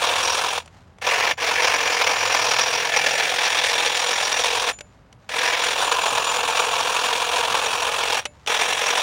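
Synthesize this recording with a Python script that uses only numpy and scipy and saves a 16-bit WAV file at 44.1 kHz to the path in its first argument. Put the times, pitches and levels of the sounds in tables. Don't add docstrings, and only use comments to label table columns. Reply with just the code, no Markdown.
import sys
import numpy as np
from scipy import signal
from scipy.fft import rfft, irfft, next_fast_len
from scipy.io import wavfile
from scipy.ndimage import map_coordinates

SR = 44100
rng = np.random.default_rng(int(sys.argv[2]) if len(sys.argv) > 2 else 0)


def unload_audio(sound):
    columns = np.transpose(np.atleast_2d(sound))
    steps = np.round(np.clip(columns, -1, 1) * 32767)
    wavfile.write(sys.argv[1], SR, steps.astype(np.int16))


N = 397782

STROKE_HZ = 43.24
TOP_HZ = 15800
LEAVES_DB = -66.5
BAR_DB = -47.5

# frequency in Hz, relative level in dB.
AIR_COLOUR = [(15, -40.5), (25, -26), (52, -15.5), (76, -13), (94, -9), (110, -10), (157, -14.5),
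              (333, -24), (587, -24), (1220, -28.5), (12100, -62), (15800, -73)]
# time in seconds, pitch in Hz, level in dB.
FAR_ENGINE = [(0, 80, -52), (1.6, 85.9, -57.5), (2.3, 102, -51), (2.8, 140.6, -54), (3.25, 163, -52),
              (3.7, 139.7, -71), (4.35, 55.7, -55), (5.2, 57.9, -60.5), (8.4, 71.7, -55), (9, 74, -68)]
# middle in seconds, half-length in seconds,
# lift over the stirring in dB.
RUSTLES = [(.72, 0.14, 10.5), (4.92, .09, 8.5), (5.25, .06, 6), (8.38, 0.16, 8.5)]
# start in seconds, level in dB.
BUMPS = [(6.12, -35), (7.51, -33)]
# start in seconds, level in dB, relative trim of the knock in dB,
# relative trim of the snap in dB, time for the burst to fall by 60 dB in seconds.
CLICKS = [(0.659, -27, -12, -7, .02), (0.677, -27, -12, -15, .022), (0.985, -30, -8, -10, .016),
          (1.013, -27, -17, -15, 0.021), (1.372, -28, -7, -20, .03), (4.788, -20, -18, -9, .022),
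          (4.808, -12.5, -16, -14, .022), (5.127, -24.5, -19, -12, .018), (5.292, -11.5, -17, -18, .03),
          (8.254, -2, -21.5, -15.5, 0.035), (8.463, -10, -20, -15, .014)]
# frequency in Hz, relative level in dB, time to fall by 60 dB in seconds.
CLICK_MODES = [(590, -25.5, 0.19), (2207, -37, .16), (2627, -36, 0.15), (3000, -11, 0.016),
               (5880, -12.5, 0.012), (10290, -42, 0.17)]
# start in seconds, release in seconds, spin-up in seconds,
# time to brake by 60 dB in seconds.
RUNS = [(-.03, 0.579, .01, 0.12), (1.016, 1.318, 0.051, 0.07), (1.376, 4.702, 0.061, 0.1),
        (5.29, 8.187, 0.075, 0.12), (8.47, 9.061, 0.005, .09)]
# time in seconds, level over a plain stroke in dB.
BITES = [(1.133, 1), (1.642, 6.5), (1.67, 5.5), (1.735, 3.5), (2.011, 5.5), (2.064, 5), (2.25, 3),
         (2.34, 6.5), (2.509, 4.5), (2.585, 5), (2.962, 6.5), (3.061, 6), (3.635, 3.5), (4.084, 1.5),
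         (4.316, 3), (5.914, 5.5), (6.055, 6), (6.172, 5.5), (6.591, 6.5), (7.126, 3.5), (7.542, 5),
         (8.121, 2.5), (8.54, 3.5), (8.61, 5.5)]
# time in seconds, view, where 0 is blades edge-on, 1 the flat of the
VIEW = [(.55, 1.66), (1.1, 0.24), (2.15, 0.21), (2.6, 0.58), (3.1, 0.39), (3.9, 1.2), (4.7, 1.34),
        (5.55, 0.53), (5.88, 2.12), (7.1, 1.77), (7.85, 1.93), (8.5, 1.2)]
# time in seconds, clatter level in dB.
EFFORT = [(0, -19), (.55, -22.5), (1.1, -19.5), (1.5, -20.5), (2.5, -20.5), (2.85, -22.5), (3.05, -20.5),
          (4.1, -22), (5.6, -21), (6.2, -21), (8, -21), (8.9, -21)]
# frequency in Hz, relative level in dB.
CLATTER_COLOUR = [(100, -37), (200, -23.5), (360, -16.5), (480, -2.5), (590, -6.5), (950, -0.5),
                  (1950, -6.5), (3400, -7.5), (4400, -10), (5700, -10.5), (6200, -15.5), (7200, -18),
                  (8100, -26), (9900, -23.5), (11400, -31), (13000, -34.5), (15700, -29.5)]
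# frequency in Hz, width in Hz, lift in dB.
BODY_MODES = [(297, 38, 6.5), (491, 86, 4.5), (714, 195, 4), (991, 144, 4), (1747, 166, 5.5),
              (2355, 390, 5.5), (2710, 360, 4.5), (3406, 600, 3), (5970, 150, 5), (6545, 73, 9),
              (7670, 160, 5.5), (8620, 310, 8), (9240, 130, 9.5), (10080, 95, 3.5), (11680, 120, 4),
              (14780, 200, 5)]
# centre in Hz, half-width in
# octaves, lift edge-on in dB, lift flat in dB, lift motor side in dB, dB gained per dB of rasp.
PARTS = [(1076, 0.3, 0.5, -3.5, 2, 0), (2000, 0.28, 3.5, 2.5, -8, 0), (3640, 0.21, -3.5, 5, 0, 0),
         (5270, 0.27, -0.5, 0, -4, 0.56), (8600, 0.4, -4.5, 3.5, 1.5, 0)]
# middle in seconds,
# half-length in seconds, rasp in dB.
RASPS = [(.3, 0.11, 9.5), (1.8, .3, 4.5), (2.52, 0.35, 10), (3.52, .17, 5), (4.3, 0.48, 5.5), (8.87, .1, 4)]
# middle in seconds, half-length in seconds,
# change in dB, centre in Hz, half-width in octaves.
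HOLLOWS = [(2.2, 0.6, -7, 1940, .08), (3.13, 0.23, -11, 1054, 0.25), (8.7, .4, -4.5, 4500, 0.26)]
# frequency in Hz, relative level in dB, time to fall by 60 dB in seconds.
BAR_MODES = [(6460, -26, 0.039), (7035, -3, 0.31), (8970, -15, 0.12), (10700, -29, .13)]
# middle in seconds, half-length in seconds, lift in dB.
SINGS = [(2.2, 0.6, 5), (3.12, 0.17, 8), (4.1, 0.29, 9), (6.3, 0.81, 11)]
# start in seconds, level in dB.
BRAKES = [(.58, -50), (1.325, -47), (4.73, -33.5), (8.255, -47)]


def amp(db):
    return 10 ** (np.asarray(db) / 20)


def unit(x):
    return x / np.sqrt(np.mean(x ** 2) + 1e-20)


def along(points, hz):
    f, v = np.transpose(points)
    return np.interp(np.log(hz + 1), np.log(f + 1), v)


def curves(rows):
    s, *columns = np.vstack(rows).T
    return [np.interp(np.arange(N) / SR, s, column) for column in columns]


def swells(rows):
    t = np.arange(N) / SR
    return sum(db * np.exp(-((t - s) / half) ** 2) for s, half, db in rows)


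def wobble(rate):
    knots = rng.standard_normal(int(N * rate / SR) + 4)
    return map_coordinates(knots, [np.arange(N) * rate / SR])


def filtered(x, response):
    m = next_fast_len(N + SR // 2)
    return irfft(rfft(x, m) * response(np.fft.rfftfreq(m, 1 / SR)), m)[:N]


def band(x, lo_hz, hi_hz):
    return filtered(x, lambda f: (1 - 1 / (1 + (f / lo_hz) ** 8)) / (1 + (f / hi_hz) ** 8))


def lifted(x, hz, octaves, db):
    part = filtered(x, lambda f: np.exp(-(np.log2((f + 1) / hz) / octaves) ** 2))
    return x + part * (amp(db) - 1)


def struck(x, gain_db, size=8192):
    cepstrum = irfft(np.log(amp(gain_db(np.fft.rfftfreq(size, 1 / SR))) + 1e-6))
    cepstrum[1:size // 2] *= 2
    cepstrum[size // 2 + 1:] = 0
    body = irfft(np.exp(rfft(cepstrum)))
    return signal.fftconvolve(x, body)[:N]


def impacts(rate, spread_db):
    hits = rng.random(N) < rate / SR
    sizes = amp(spread_db * np.clip(rng.standard_normal(N), -2, 2))
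    return unit(hits * rng.choice([-1, 1], N) * sizes)


def mode(hz, t60):
    t = np.arange(SR // 2) / SR
    return amp(-60 * t / t60) * np.sin(2 * np.pi * hz * t)


def played(rows, shape):
    blows = np.zeros(N)
    for s, db in rows:
        blows[round(s * SR)] = amp(db)
    return signal.fftconvolve(blows, shape)[:N]


def reflected(x, delay, swing, share):
    lag = delay * np.exp(swing * wobble(1.5)) * SR
    return x + share * map_coordinates(x, [np.arange(N) - lag])


def facing(levels_db):
    return np.interp(curves(VIEW)[0], np.arange(len(levels_db)), levels_db)


def outdoors(air_db=-53, overtone_db=-8):
    hz, db = curves(FAR_ENGINE)
    drift, flutter_db = .05 * wobble(40), 2 * wobble(45)
    phase = 2 * np.pi * np.cumsum(hz * (1 + drift)) / SR
    engine = sum(amp(overtone_db * (k - 1)) * np.sin(k * phase) for k in range(1, 4))
    air = unit(filtered(rng.standard_normal(N), lambda f: amp(along(AIR_COLOUR, f))))
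    return amp(db + flutter_db) * unit(engine) + amp(air_db + wobble(1.7)) * air


def leaves():
    # (Hz, relative dB)
    colour = [(200, -12), (800, 15), (3500, 3.0), (7000, -3), (11000, -18), (15000, -23)]
    touches = impacts(rate=2200, spread_db=4)
    rustle = unit(struck(touches, lambda f: along(colour, f)))
    level_db = LEAVES_DB + swells(RUSTLES) + 2.2 * wobble(30)
    return amp(level_db) * rustle


def bumps():
    t = np.arange(SR // 4) / SR
    thud = unit(band(rng.standard_normal(N), 73, 240)[:len(t)])
    return played(BUMPS, thud * (1 - np.exp(-t / 0.0036)) * np.exp(-t / 0.024))


def clicks(rise=0.00075, ring_db=-8):
    t = np.arange(SR // 3) / SR
    knock, crack, snap, ring = np.zeros((4, N + SR))
    for s, db, knock_db, snap_db, t60 in CLICKS:
        span = slice(round(s * SR), round(s * SR) + len(t))
        burst = amp(db - 60 * t / t60) * (1 - np.exp(-t / rise)) * rng.standard_normal(len(t))
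        knock[span] += burst * amp(knock_db + 12.5)
        crack[span] += burst * amp(-3.5)
        snap[span] += burst * amp(snap_db + 1.5)
        for hz, mode_db, life in CLICK_MODES:
            ring[span] += amp(db + ring_db + mode_db) * mode(hz, life)[:len(t)]
    return band(knock, 320, 1600) + band(crack, 1830, 3760) + band(snap, 4400, 8800) + ring[:N]


def motor(idle_db=-13):
    t = np.arange(N) / SR
    drive = np.zeros(N)
    for on, off, rise, brake in RUNS:
        spin_up_db = idle_db * np.clip(1 - (t - on) / rise, 0, 1)
        braking_db = -60 * np.maximum(t - off, 0) / brake
        drive += (t >= on) * amp(spin_up_db + braking_db)
    return drive


def strokes(scatter_db=1.0, length=0.012, attack=0.0015, fade=0.0056, slide_db=-7, usual_db=2):
    starts = [(on, usual_db) for on, *_ in RUNS]
    marks = sorted(starts + [tuple(b) for b in BITES] + [(RUNS[-1][1], usual_db)])
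    force, t = np.zeros(N + SR), np.arange(SR // 20) / SR
    chance = rng.standard_normal((len(marks), 80, 3)) * [.0013, 1, .18]
    for (s, db), (next_s, _), draws in zip(marks, marks[1:], chance):
        count = max(1, round((next_s - s) * STROKE_HZ))
        for k, (late, size, stretch) in enumerate(draws[:count]):
            when = s + k * (next_s - s) / count + (k > 0) * late
            hold = length * np.exp(stretch * (k > 0))
            burst = (1 - np.exp(-t / attack)) * np.exp(-np.maximum(t - hold, 0) / fade)
            level = amp(scatter_db * size if k else db) * (when >= 0)
            force[max(0, round(when * SR)):][:len(t)] += burst * level
    return unit(force[:N] + amp(slide_db))


def clatter_gain(f):
    peaks = sum(db / (1 + (2 * (f - hz) / width) ** 2) for hz, width, db in BODY_MODES)
    return along(CLATTER_COLOUR, f) + peaks


def clatter(force, drive, scrape_db=-1, vary_db=1.5, whirr_db=-25):
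    scrape = amp(scrape_db) * rng.standard_normal(N)
    blows = force * (impacts(rate=2600, spread_db=3.5) + scrape)
    whirr = band(struck(rng.standard_normal(N), clatter_gain), 6900, 21000)
    sound = unit(struck(blows, clatter_gain)) + amp(whirr_db) * unit(whirr)
    rasp_db = swells(RASPS)
    for hz, octaves, *views_db, grows in PARTS:
        part_db = facing(views_db) + grows * rasp_db + vary_db * wobble(STROKE_HZ)
        sound = lifted(sound, hz, octaves, part_db)
    for *dip, hz, octaves in HOLLOWS:
        sound = lifted(sound, hz, octaves, swells([dip]))
    sound = reflected(sound, delay=.005, swing=.15, share=.17)
    return unit(sound) * drive * amp(curves(EFFORT)[0])


def steel(shaking, ring, db):
    knocks = shaking * impacts(rate=120, spread_db=3.5) * amp(db)
    return signal.fftconvolve(knocks, ring / np.linalg.norm(ring))[:N]


def trimmer():
    force, drive = strokes(), motor()
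    bar_ring = sum(amp(db) * mode(hz, t60) for hz, db, t60 in BAR_MODES)
    cutter_ring = mode(hz=5685, t60=.032)
    damping = np.exp(-np.arange(len(bar_ring)) / (.014 * SR))
    cutter_db = facing([-41, -38, -40.5]) + 0.96 * swells(RASPS)
    cutter = steel(force * drive, cutter_ring, cutter_db)
    bar = steel(force * drive, bar_ring * damping, BAR_DB + swells(SINGS))
    return clatter(force, drive) + cutter + bar + played(BRAKES, bar_ring)


def scene():
    return (outdoors() + leaves() + bumps() + clicks() + trimmer())[None]


def record(dry):
    return filtered(dry[0], lambda f: f < TOP_HZ)[None]


dry = scene()
out = record(dry)
unload_audio(out)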